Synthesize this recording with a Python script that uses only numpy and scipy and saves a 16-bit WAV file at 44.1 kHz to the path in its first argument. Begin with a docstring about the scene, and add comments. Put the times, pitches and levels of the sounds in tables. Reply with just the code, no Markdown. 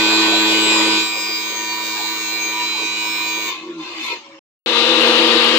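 """Pipe vacuum cleaner, low then full speed

A homemade vacuum cleaner of plastic pipe in a small room, on two microphones. At a low setting the motor
hums (shaft orders) in pulsed air noise under a thin speed-controller whistle, drops in level, then coasts
down as the knob is turned, its orders sweeping through fixed modes. After a silent cut it runs at full speed,
closer to the left microphone, loud enough to clip; crumbs load the pipe and the airflow grows. Short bright
cracks of decaying noise stand in the loud full-speed roar."""
import sys
import numpy as np
from scipy import signal
from scipy.fft import rfft, irfft, next_fast_len
from scipy.io import wavfile
from scipy.ndimage import uniform_filter1d

SR = 44100
rng = np.random.default_rng(int(sys.argv[2]) if len(sys.argv) > 2 else 0)


def waveform_to_disk(signal):
    """Save audio, clipped to [-1, 1], as 16-bit WAV at the path in sys.argv[1]."""
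    frames = np.transpose(np.atleast_2d(signal))
    scaled = np.clip(frames, -1, 1) * 32767
    samples = np.round(scaled).astype(np.int16)
    wavfile.write(sys.argv[1], SR, samples)


N = 246078
T = np.arange(N) / SR
STEP = 32  # samples between control values
SLOW_HZ, FULL_HZ = 108.0, 236.2  # shaft speed at the low setting and at full speed
CUT_OUT, CUT_IN = 4.3925, 4.661  # silence between them (s)
HUM_END_S, HUM_FADE_DB_S = 3.49, 307  # the hum outlasts the power a little, then fades (dB per s)
EARLY = 0.00012  # the sound reaches the left microphone sooner (s)

# tilt of the airflow and rattle noise between the microphones: freq_hz, left_over_right_db
SLOW_LEAN = [(60, -0.5), (180, -3.5), (550, 0.5), (1650, 1), (4970, 4), (15000, -3.5)]
# level of the rattle while coasting; airflow follows it by about half, hiss moves more strongly than it does:
# time_s, level_db
RATTLING = [(3.5, -25.5), (3.6, -36.5), (3.77, -50.5), (3.815, -35.5), (3.97, -31), (4.06, -24.5),
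            (4.14, -28), (4.23, -48.5), (4.39, -59)]


def shaft_speed():
    """Shaft speed in Hz: settling to steady, then air drag and bearing friction slow the rotor."""
    settle_hz, settle_s = .3, .6  # excess at the start, time constant of its fading
    off_s, spin_down_s = 3.465, 1.78  # power off, time constant of the air drag
    drag_hz = 71.7  # bearing friction as a speed offset
    coasting = np.maximum(T - off_s, 0)
    settling = settle_hz * np.exp(-T / settle_s)
    return settling + (SLOW_HZ + drag_hz) * np.exp(-coasting / spin_down_s) - drag_hz


def slow_hum(angle):
    """Unbalance, blades and brushes repeat every turn: a comb of shaft orders."""
    # shaft orders 1, 2, 3 .. at the low setting, before and after the level drops:
    # left_before_db, right_before_db, left_after_db, right_after_db, left_lead_rad
    low_orders = [(-50.0, -50.0, -64.0, -64.0, 0.0), (-34.0, -38.0, -48.0, -52.0, -0.0),
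                  (-24.0, -22.0, -40.0, -38.0, 0.1), (-33.0, -33.0, -47.0, -48.0, -0.0),
                  (-46.0, -42.0, -60.0, -54.0, -0.3), (-42.0, -46.0, -58.0, -62.0, 0.6),
                  (-48.0, -51.0, -54.0, -61.0, 0.4), (-33.0, -40.0, -48.0, -61.0, 0.4),
                  (-30.0, -29.0, -39.0, -38.0, 0.1), (-36.0, -38.0, -46.0, -50.0, -1.3),
                  (-36.0, -39.0, -52.0, -40.0, 0.1), (-39.0, -45.0, -57.0, -67.0, -3.0),
                  (-37.0, -47.0, -49.0, -58.0, -0.3), (-33.0, -27.0, -47.0, -41.0, -0.0),
                  (-42.0, -38.0, -53.0, -49.0, 3.1), (-36.0, -36.0, -48.0, -48.0, -3.1),
                  (-38.0, -38.0, -42.0, -41.0, -1.1), (-50.0, -39.0, -59.0, -45.0, -2.4),
                  (-37.0, -36.0, -51.0, -50.0, 2.6), (-41.0, -40.0, -53.0, -44.0, 1.3),
                  (-41.0, -36.0, -44.0, -32.0, -1.1), (-37.0, -32.0, -32.0, -29.0, 0.5),
                  (-32.0, -24.0, -42.0, -32.0, -0.6), (-37.0, -35.0, -54.0, -58.0, 2.9),
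                  (-29.0, -32.0, -38.0, -48.0, -2.3), (-35.0, -39.0, -37.0, -42.0, -2.8),
                  (-31.0, -41.0, -47.0, -56.0, -2.1), (-33.0, -43.0, -54.0, -57.0, -2.2),
                  (-29.0, -33.0, -45.0, -45.0, -1.1), (-30.0, -35.0, -45.0, -47.0, 1.4),
                  (-30.0, -35.0, -40.0, -43.0, -2.4), (-30.0, -44.0, -46.0, -50.0, 1.8),
                  (-30.0, -32.0, -44.0, -48.0, 0.4), (-27.0, -38.0, -43.0, -52.0, -0.1),
                  (-36.0, -33.0, -41.0, -32.0, -0.2), (-37.0, -43.0, -40.0, -41.0, -2.0),
                  (-43.0, -26.0, -46.0, -40.0, -1.5), (-31.0, -28.0, -46.0, -33.0, -2.7),
                  (-38.0, -36.0, -51.0, -51.0, -0.6), (-36.0, -34.0, -52.0, -43.0, 2.1),
                  (-36.0, -37.0, -52.0, -51.0, 1.9), (-38.0, -36.0, -51.0, -44.0, 0.1),
                  (-33.0, -31.0, -45.0, -43.0, 2.6), (-41.0, -41.0, -45.0, -44.0, 0.7),
                  (-41.0, -35.0, -54.0, -45.0, -1.8), (-30.0, -30.0, -44.0, -50.0, 2.4),
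                  (-47.0, -54.0, -48.0, -52.0, 1.2), (-51.0, -52.0, -49.0, -58.0, 0.4),
                  (-44.0, -47.0, -50.0, -53.0, 0.4)]
    # the higher orders, from brushes and bearings, scattered around a smooth level:
    # freq_hz, left_before_db, right_before_db, left_after_db, right_after_db
    high_orders = [(5280, -48.5, -50, -55, -70), (6490, -45.5, -56.5, -47, -63),
                   (7450, -40, -70, -46.5, -85), (8670, -60.5, -70.5, -67.5, -86)]
    # a strong order swells or sinks for a while: centre_s, half_length_s, change_db, freq_hz
    swells = [(2.595, .063, 12, 972), (3.32, .1, 6, 972), (1.95, .45, 4, 1836), (2.95, .22, -9, 1836),
              (1.4, .3, 6, 2160), (1.93, .42, -10, 2484), (2.95, .42, 5, 2484), (3, .3, 8, 2592),
              (1.7, .42, -6, 2700), (1.9, .45, -10, 2916), (3.15, .3, 10, 2916), (2.72, .16, 9, 3132),
              (3.4, .2, 8, 3564), (3.6, .45, -14, 3888), (1.8, .5, -9, 3996), (2.87, .5, 7, 3996),
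              (1.85, .5, 4, 4320), (1.75, .35, 7, 4428), (1.85, .32, 8, 4536), (1.3, .2, 6, 4644),
              (1.9, .38, -9, 4644), (1.28, .18, 9, 4752), (1.87, .3, 6, 4860), (1.27, .16, 13, 4968),
              (1.28, .18, 12, 5076), (1.26, .15, 12, 5184), (2.95, .4, 10, 5292), (2.75, .2, -7, 6156)]
    size = round(3.65 * SR)
    t = T[:size:STEP]
    uneven = angle + 0.008 * wobble(30)  # the shaft runs a little unevenly; all orders share it
    fade_db = -HUM_FADE_DB_S * np.maximum(t - HUM_END_S, 0)
    out = np.zeros((2, N))
    for k, (*db, lead) in enumerate(order_levels(SLOW_HZ, 82, high_orders, low_orders), 1):
        hz = k * SLOW_HZ
        after = quieter(t, hz)
        level_db = np.outer(db[:2], 1 - after) + np.outer(db[2:], after)
        swell_db = sum(bump(t, s, half, change) for s, half, change, swell_hz in swells
                       if round(swell_hz / SLOW_HZ) == k)
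        out[:, :size] += order(uneven[:size], k, hz, lead, level_db + fade_db + swell_db,
                               drift_db=min(.6 + 0.035 * k, 2.6), jitter=0.28 + 0.008 * k)
    return out


def slow_air(angle):
    """Airflow, inlet warble and hiss; each turn of the fan pulses airflow and hiss a little."""
    # spectrum of the airflow at the low setting: freq_hz, relative_db per Hz
    air_spectrum = [(24, -76), (40, -38), (209, -22.5), (262, -17), (322, -3), (420, -8), (650, -14),
                    (800, -10.5), (977, -3), (1310, -15), (1600, -15.5), (2200, -9.5), (2800, -10),
                    (3980, -15.5), (7180, -23.5), (9000, -45), (11700, -62.5), (19800, -120)]
    # spectrum of the hiss: freq_hz, relative_db per Hz
    hiss_spectrum = [(6000, -33.5), (8200, 3), (9340, 3), (13000, 1), (13800, -3.5), (14300, -15),
                     (15600, -52.5)]
    air_follows, hiss_follows = 0.46, 2.7  # dB per dB that the rattle sinks while coasting
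    sink_db = curves(RATTLING)[0] - RATTLING[0][1]
    air_db = between((-22, -32)) + air_follows * sink_db
    hiss_db = between((-44.5, -54.5)) + hiss_follows * sink_db
    gate = 1 + 0.057 * np.sin(angle)

    air_drift = amp(.6 * wobble(6.4) + .4 * wobble(2.7))
    air = air_drift * rush(lambda hz: amp(along(air_spectrum, hz)), SLOW_LEAN, gate, patchy_db=5)

    fade_db = -HUM_FADE_DB_S * np.maximum(T - HUM_END_S, 0)
    warble_gain = amp(-9.5 + fade_db + 4.4 * wobble(8)) * (0.38 + 0.46 * quieter(T))
    warble = warble_gain * narrow(970, 10)

    hiss = rush(lambda hz: amp(along(hiss_spectrum, hz)), SLOW_LEAN, gate, patchy_db=6.5)
    return amp(air_db) * (air + warble) + amp(hiss_db + 1.5 * wobble(5.44)) * hiss


def whistle(angle, hz, db):
    """The speed controller's switching tone, a little unsteady; each turn bends it, giving side lines."""
    phase = 2 * np.pi * hz * T + 0.32 * np.sin(angle) + .5 * wobble(30) + .35 * wobble(300)
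    return np.sqrt(2) * amp(db + 1.5 * wobble(16)) * np.sin(phase)


def slow_whistle(angle):
    """The switching tone at the low setting, stronger at the right; it dips once, then fades quickly."""
    fade_db = -402 * np.maximum(T - HUM_END_S, 0)  # dB per s
    tone_db = between((-44, -40)) + bump(T, s=2.84, half=0.18, db=-7.5) + fade_db
    return whistle(angle, 14729, tone_db) * amp([[-9], [4]])


def coast(angle):
    """Slowing down: the comb of orders sweeps through the fixed modes of canister and shell."""
    # level of the low drone while coasting: time_s, level_db
    drone_levels = [(3.5, -43), (3.62, -32), (3.655, -32), (3.7, -26), (3.84, -34.5), (3.89, -37.5),
                    (3.94, -44), (4.035, -34), (4.07, -44), (4.17, -42), (4.24, -60), (4.33, -53),
                    (4.39, -50)]
    # low orders of the freewheeling rotor: order_number, relative_db
    rotor_orders = [(2, 1), (3, -25), (4, -1), (5, 0.5), (6, -5), (7, -6), (8, 3), (10, -14), (12, -12)]
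    # low modes of the canister: freq_hz, width_hz (before squaring), relative_db
    drum_modes = [(164, 9, -20), (238, 16, -12), (324, 16, 0), (345, 20, -5), (450, 30, -24),
                  (545, 40, -25)]
    # broad spectrum of the rattle: freq_hz, relative_db per Hz (before the shell modes)
    rattle_spectrum = [(500, -63), (1000, -12), (1560, -16.5), (2500, -4), (3600, -14), (7260, -9.5),
                       (9250, -44), (13000, -30), (14600, -22), (15200, -41)]
    # modes of the shell: freq_hz, width_hz, relative_db
    shell_modes = [(1037, 43, 14), (1112, 27, 16), (1322, 26, 8), (2120, 28, 15), (2430, 34, 14),
                   (2580, 40, 16), (2940, 120, 9), (3590, 30, 26), (3880, 49, 14), (4170, 70, 16),
                   (4460, 70, 9), (4710, 34, 12)]
    (drone_db,), (rattle_db,) = curves(drone_levels), curves(RATTLING)
    on = np.clip((T - 3.46) / 0.05, 0, 1) * (T < CUT_OUT)
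    share = np.sqrt(np.mean(on ** 2))  # makes up for taking the rms over the silence too
    uneven = (angle + 0.057 * wobble(40))[on > 0]  # the freewheeling rotor runs unevenly

    comb, buzz = np.zeros((2, N))
    comb[on > 0] = unit(sum(amp(db) * np.cos(round(k) * uneven + k * k) for k, db in rotor_orders))
    buzz[on > 0] = sum(np.cos(k * uneven + k * k) for k in range(9, 90))

    rough = 2.5  # air noise against shaft orders in the drone
    drum = lambda f: sum(modes([(c, w, db / 2)], f) ** 2 for c, w, db in drum_modes)
    drone = unit(filtered(on * (comb + rough * rng.standard_normal(N)), drum))

    shell = lambda f: amp(along(rattle_spectrum, f)) * (.5 + np.abs(modes(shell_modes, f)))
    buzz = unit(room(filtered([on * buzz] * 2, shell), wet_db=-10.0, t60=0.3))
    noise = on * rush(shell, SLOW_LEAN, 1 + 0.2 * np.cos(angle), patchy_db=3.0)
    rattle = amp(rattle_db) * (amp(-15.5) * share * buzz + noise)
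    return share * amp(drone_db) * drone + rattle + rings()


def rings():
    """The shell rings as an order passes a mode: short, slightly rough tones, pulled down in pitch."""
    # centre_s, half_length_s (to 1/e), pitch_hz at the centre, level_db at the centre
    ring_tones = [(3.51, 0.095, 1057, -37), (3.6, 0.13, 1128, -42.5), (3.77, 0.056, 1380, -50.5),
                  (3.835, 0.074, 1035, -40.5), (4.098, 0.033, 1333, -40.5), (4.119, 0.04, 952, -36),
                  (4.333, 0.13, 553, -50.5)]
    sag = 0.19  # the slowing rotor pulls the ring down (share of pitch per s)
    out = np.zeros((2, N))
    for s, half, hz, db in ring_tones:
        t = T - s
        phase = 2 * np.pi * hz * (t - sag * t * t / 2) + .5 * wobble(40)
        level = np.sqrt(2) * amp(db + 3.4 * wobble(30)) * np.exp(-(t / half) ** 2)
        out += level * np.sin([phase + .3, phase - .3])
    return out


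def full_speed():
    """Shaft orders over strong airflow; the pipe's air column sings in narrow bands."""
    # shaft orders 1, 2, 3 .. before and after the crumbs enter, ahead of the overall gain:
    # left_before_db, right_before_db, left_after_db, right_after_db
    low_orders = [(-34.0, -34.0, -30.0, -31.0), (-28.0, -28.0, -26.0, -26.0), (-55.0, -47.0, -53.0, -53.0),
                  (-36.0, -32.0, -44.0, -33.0), (-30.0, -38.0, -30.0, -39.0), (-35.0, -49.0, -39.0, -40.0),
                  (-41.0, -55.0, -41.0, -45.0), (-37.0, -44.0, -34.0, -45.0), (-32.0, -47.0, -33.0, -43.0),
                  (-36.0, -47.0, -39.0, -53.0), (-27.0, -44.0, -28.0, -38.0), (-42.0, -39.0, -29.0, -45.0),
                  (-33.0, -45.0, -30.0, -49.0), (-27.0, -41.0, -25.0, -35.0), (-22.0, -43.0, -37.0, -41.0),
                  (-22.0, -59.0, -25.0, -52.0), (-21.0, -41.0, -29.0, -43.0), (-28.0, -57.0, -27.0, -53.0),
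                  (-36.0, -50.0, -39.0, -52.0)]
    # the higher orders, scattered around a smooth level:
    # freq_hz, left_before_db, right_before_db, left_after_db, right_after_db
    high_orders = [(4740, -31, -59, -30, -62), (5180, -53.5, -62.5, -61, -59.5),
                   (7260, -47.5, -73, -47, -73)]
    # spectrum of the airflow: freq_hz, relative_db per Hz
    air_spectrum = [(24, -81), (40, -51), (96, -49), (179, -23.5), (223, -15.5), (280, -18), (333, -2.5),
                    (417, -7.5), (484, -6.5), (721, -11.5), (925, -7), (1560, -10), (2300, -10.5),
                    (2750, -4.5), (3930, -10.5), (4900, -19.5), (5850, -29.5), (13000, -43.5), (15500, -59)]
    # tilt of the airflow between the microphones: freq_hz, left_over_right_db
    air_lean = [(60, 2), (150, -6.5), (380, 5.5), (950, 0.5), (2380, 8), (5980, 21), (15000, 0)]
    # air column singing: freq_hz, width_hz (before squaring), level_db (lowest: before the crumbs)
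    pipe_tones = [(328, 18, -33), (507, 4, -27), (1215, 10, -38)]
    # overall gain, rising from the cut: time_s, gain_db
    overall_gain = [(4.665, -4), (4.771, 0.5), (5.053, 1), (5.58, 0.5)]
    crumbs_s, crumbs_len_s = 4.97, 0.054  # crumbs load the pipe: start, length
    angle = 2 * np.pi * np.cumsum(FULL_HZ * (1 + 0.0004 * wobble(6))) / SR
    start = round(CUT_IN * SR)
    loading = (T - crumbs_s) / crumbs_len_s
    loaded = np.clip(loading, 0, 1)
    after = loaded[start::STEP]

    hum = np.zeros((2, N))
    for k, (*db, lead) in enumerate(order_levels(FULL_HZ, 31, high_orders, low_orders), 1):
        level_db = np.outer(db[:2], 1 - after) + np.outer(db[2:], after)
        hum[:, start:] += order(angle[start:], k, k * FULL_HZ, lead, level_db,
                                drift_db=.4 + .03 * k, jitter=.1 + .025 * k)

    gate = 1 + 0.17 * np.sin(angle)
    air = rush(lambda hz: amp(along(air_spectrum, hz)), air_lean, gate, patchy_db=1.2, wet_db=-8)
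    air = amp(-16.5 + 2 * loaded) * air  # the load adds 2 dB

    low, *high = (amp(db) * narrow(c, w) for c, w, db in pipe_tones)
    # the lowest pipe tone grows by 7.5 dB, 3.7 lengths ahead of the rest
    song = low * amp(7.5 * np.clip(loading + 3.7, 0, 1)) + sum(high)
    tone = whistle(angle, 14702, db=-62.0)
    return amp(curves(overall_gain)[0]) * (hum + air + song + tone) + cracks()


def cracks():
    """Short bright cracks of decaying noise in the full-speed roar."""
    # time_s, level_db at the onset (before the bass is taken out)
    crack_levels = [(5.0697, -33), (5.2744, -27.5), (5.4899, -25.5)]
    out, t = np.zeros(N + SR), T[:STEP * 20]
    for s, db in crack_levels:
        out[round(s * SR):][:len(t)] += amp(db - 60 * t / .008) * rng.standard_normal(len(t))
    return filtered(out[:N], lambda hz: hz ** 2 / (hz ** 2 + 6000 ** 2))


def order_levels(shaft_hz, count, high_orders, low_orders):
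    """One row per order, four dB levels and left lead: lower ones given singly, higher ones scattered."""
    scatter_db = 4.5  # of the higher orders around a smooth level
    f, *cols = np.transpose(high_orders)
    hz = shaft_hz * np.arange(1, count + 1)
    rows = np.transpose([np.interp(hz, f, c) for c in cols])
    rows = rows + scatter_db * rng.standard_normal(rows.shape)
    rows = np.c_[rows, 2 * np.pi * hz * EARLY]
    rows[:len(low_orders), :len(low_orders[0])] = low_orders
    return rows


def order(angle, k, hz, lead, level_db, drift_db, jitter):
    """One multiple of the shaft angle in both channels; level (one value a step) and phase drift."""
    phase_spread = 1.24  # radians between orders: partly in step, so that each turn throbs
    size = len(angle)
    slow, quick, left, right, slip = (wobble(rate, size=size, step=STEP)
                                      for rate in (1.42, 14, 7.27, 6.88, 35))
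    apart = np.clip(hz / 2500, 0, 1)  # the channels drift together in the bass
    drift = (1.02 + 0.57 * apart) * quick + apart * (1.25 * slow + np.array([left, right]))
    gain = np.repeat(amp(level_db + drift_db * drift), STEP, axis=1)[:, :size]
    phase = k * angle + phase_spread * rng.standard_normal() + jitter * np.repeat(slip, STEP)[:size]
    return np.sqrt(2) * gain * np.sin([phase + lead / 2, phase - lead / 2])


def rush(colour, lean, gate, patchy_db, wet_db=-6.0):
    """Stereo noise of rms 1, pulsed by gate, coloured, leaning to one side, in the room."""
    # how alike the two microphones hear the noise, ahead of the room: freq_hz, likeness (1 is identical)
    alike = [(60, .97), (300, .95), (700, .85), (1500, .3), (4000, .1), (12000, 0)]
    turn = lambda hz: np.arccos(np.clip(along(alike, hz), -1, 1)) / 2
    noise = patches(gate * rng.standard_normal((2, N)), patchy_db)
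    mid, side = filtered(noise, lambda hz: colour(hz) * [np.cos(turn(hz)), np.sin(turn(hz))])
    tilt = lambda hz: amp(np.outer([.5, -.5], along(lean, hz)))
    left_first = lambda hz: np.exp(np.outer([1j, -1j], np.pi * hz * EARLY))
    pair = filtered([mid + side, mid - side], lambda hz: tilt(hz) * left_first(hz))
    return unit(room(pair, wet_db=wet_db, t60=0.081))


def patches(x, patchy_db):
    """Random gain in patches of time and frequency, as turbulence comes and goes."""
    z = signal.stft(x, nperseg=1024)[2]
    field = rng.standard_normal(z.shape[1:])
    field = uniform_filter1d(uniform_filter1d(field, size=5, axis=0), size=5, axis=1)
    return signal.istft(z * amp(patchy_db * unit(field)), nperseg=1024)[1][:, :N]


def room(x, wet_db, t60):
    """A short tail of its own for each microphone, from 1 ms on, weak in the bass: a jagged, fixed colour."""
    t = np.arange(SR // 4) / SR
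    tail = rng.standard_normal((2, len(t))) * amp(-60 * t / t60) * (t > .001)
    wet = signal.fftconvolve(x, tail / np.linalg.norm(tail[0]), axes=1)[:, :N]
    return x + amp(wet_db) * filtered(wet, lambda hz: hz ** 2 / (hz ** 2 + 600 ** 2))


def narrow(hz, width):
    """Noise in one sharp resonance, rms 1."""
    return unit(filtered(rng.standard_normal(N), lambda f: modes([(hz, width, 0)], f) ** 2))


def modes(table, f):
    """Summed response of (Hz, width, dB) resonances, alternating in sign."""
    return sum((-1) ** k * amp(db) * 1j * f * w / (c * c - f * f + 1j * f * w)
               for k, (c, w, db) in enumerate(table))


def quieter(t, hz=0):
    """0 before the level drops, 1 after; the treble follows later."""
    start_s, length_s, later_s = 0.94, 0.15, 0.014  # later_s: delay per kHz
    return np.clip((t - start_s - later_s * hz / 1000) / length_s, 0, 1)


def between(pair_db):
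    """From the level before the drop to the level after."""
    return pair_db[0] + (pair_db[1] - pair_db[0]) * quieter(T)


def bump(t, s, half, db):
    """A flat-topped change of level around s."""
    return db * np.exp(-((t - s) / half) ** 6)


def amp(db):
    """dB to gain."""
    return 10 ** (np.asarray(db) / 20)


def unit(x):
    """x at rms 1."""
    return x / np.sqrt(np.mean(x ** 2) + 1e-20)


def along(points, hz):
    """(Hz, value) points on a log axis."""
    f, v = np.transpose(points)
    return np.interp(np.log(hz + 1), np.log(f + 1), v)


def curves(rows):
    """One value per sample for each column after the time."""
    s, *cols = np.transpose(rows)
    return [np.interp(T, s, c) for c in cols]


def wobble(rate, size=N, step=1):
    """A random curve, rate knots a second, one value every step samples."""
    knots = rng.standard_normal(int(N * rate / SR) + 2)
    return np.interp(np.arange(0, size, step) * rate / SR, np.arange(len(knots)), knots)


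def filtered(x, response):
    """x times a complex response of frequency."""
    m = next_fast_len(N + 8192)
    return irfft(rfft(x, m) * response(np.fft.rfftfreq(m, 1 / SR)), m)[..., :N]


def scene():
    """Low setting and coasting, silence, full speed."""
    angle = 2 * np.pi * np.cumsum(shaft_speed()) / SR
    slow = slow_hum(angle) + slow_air(angle) + slow_whistle(angle) + coast(angle)
    return slow * np.clip((CUT_OUT - T) / 0.0018, 0, 1) + full_speed() * (T > CUT_IN)


def record(dry):
    """The loudest peaks clip with a short knee; nothing passes above the band limit."""
    clipped = dry / (1 + np.abs(dry) ** 12) ** (1 / 12)
    return filtered(clipped, lambda hz: hz < 15638)


dry = scene()
out = record(dry)
waveform_to_disk(out)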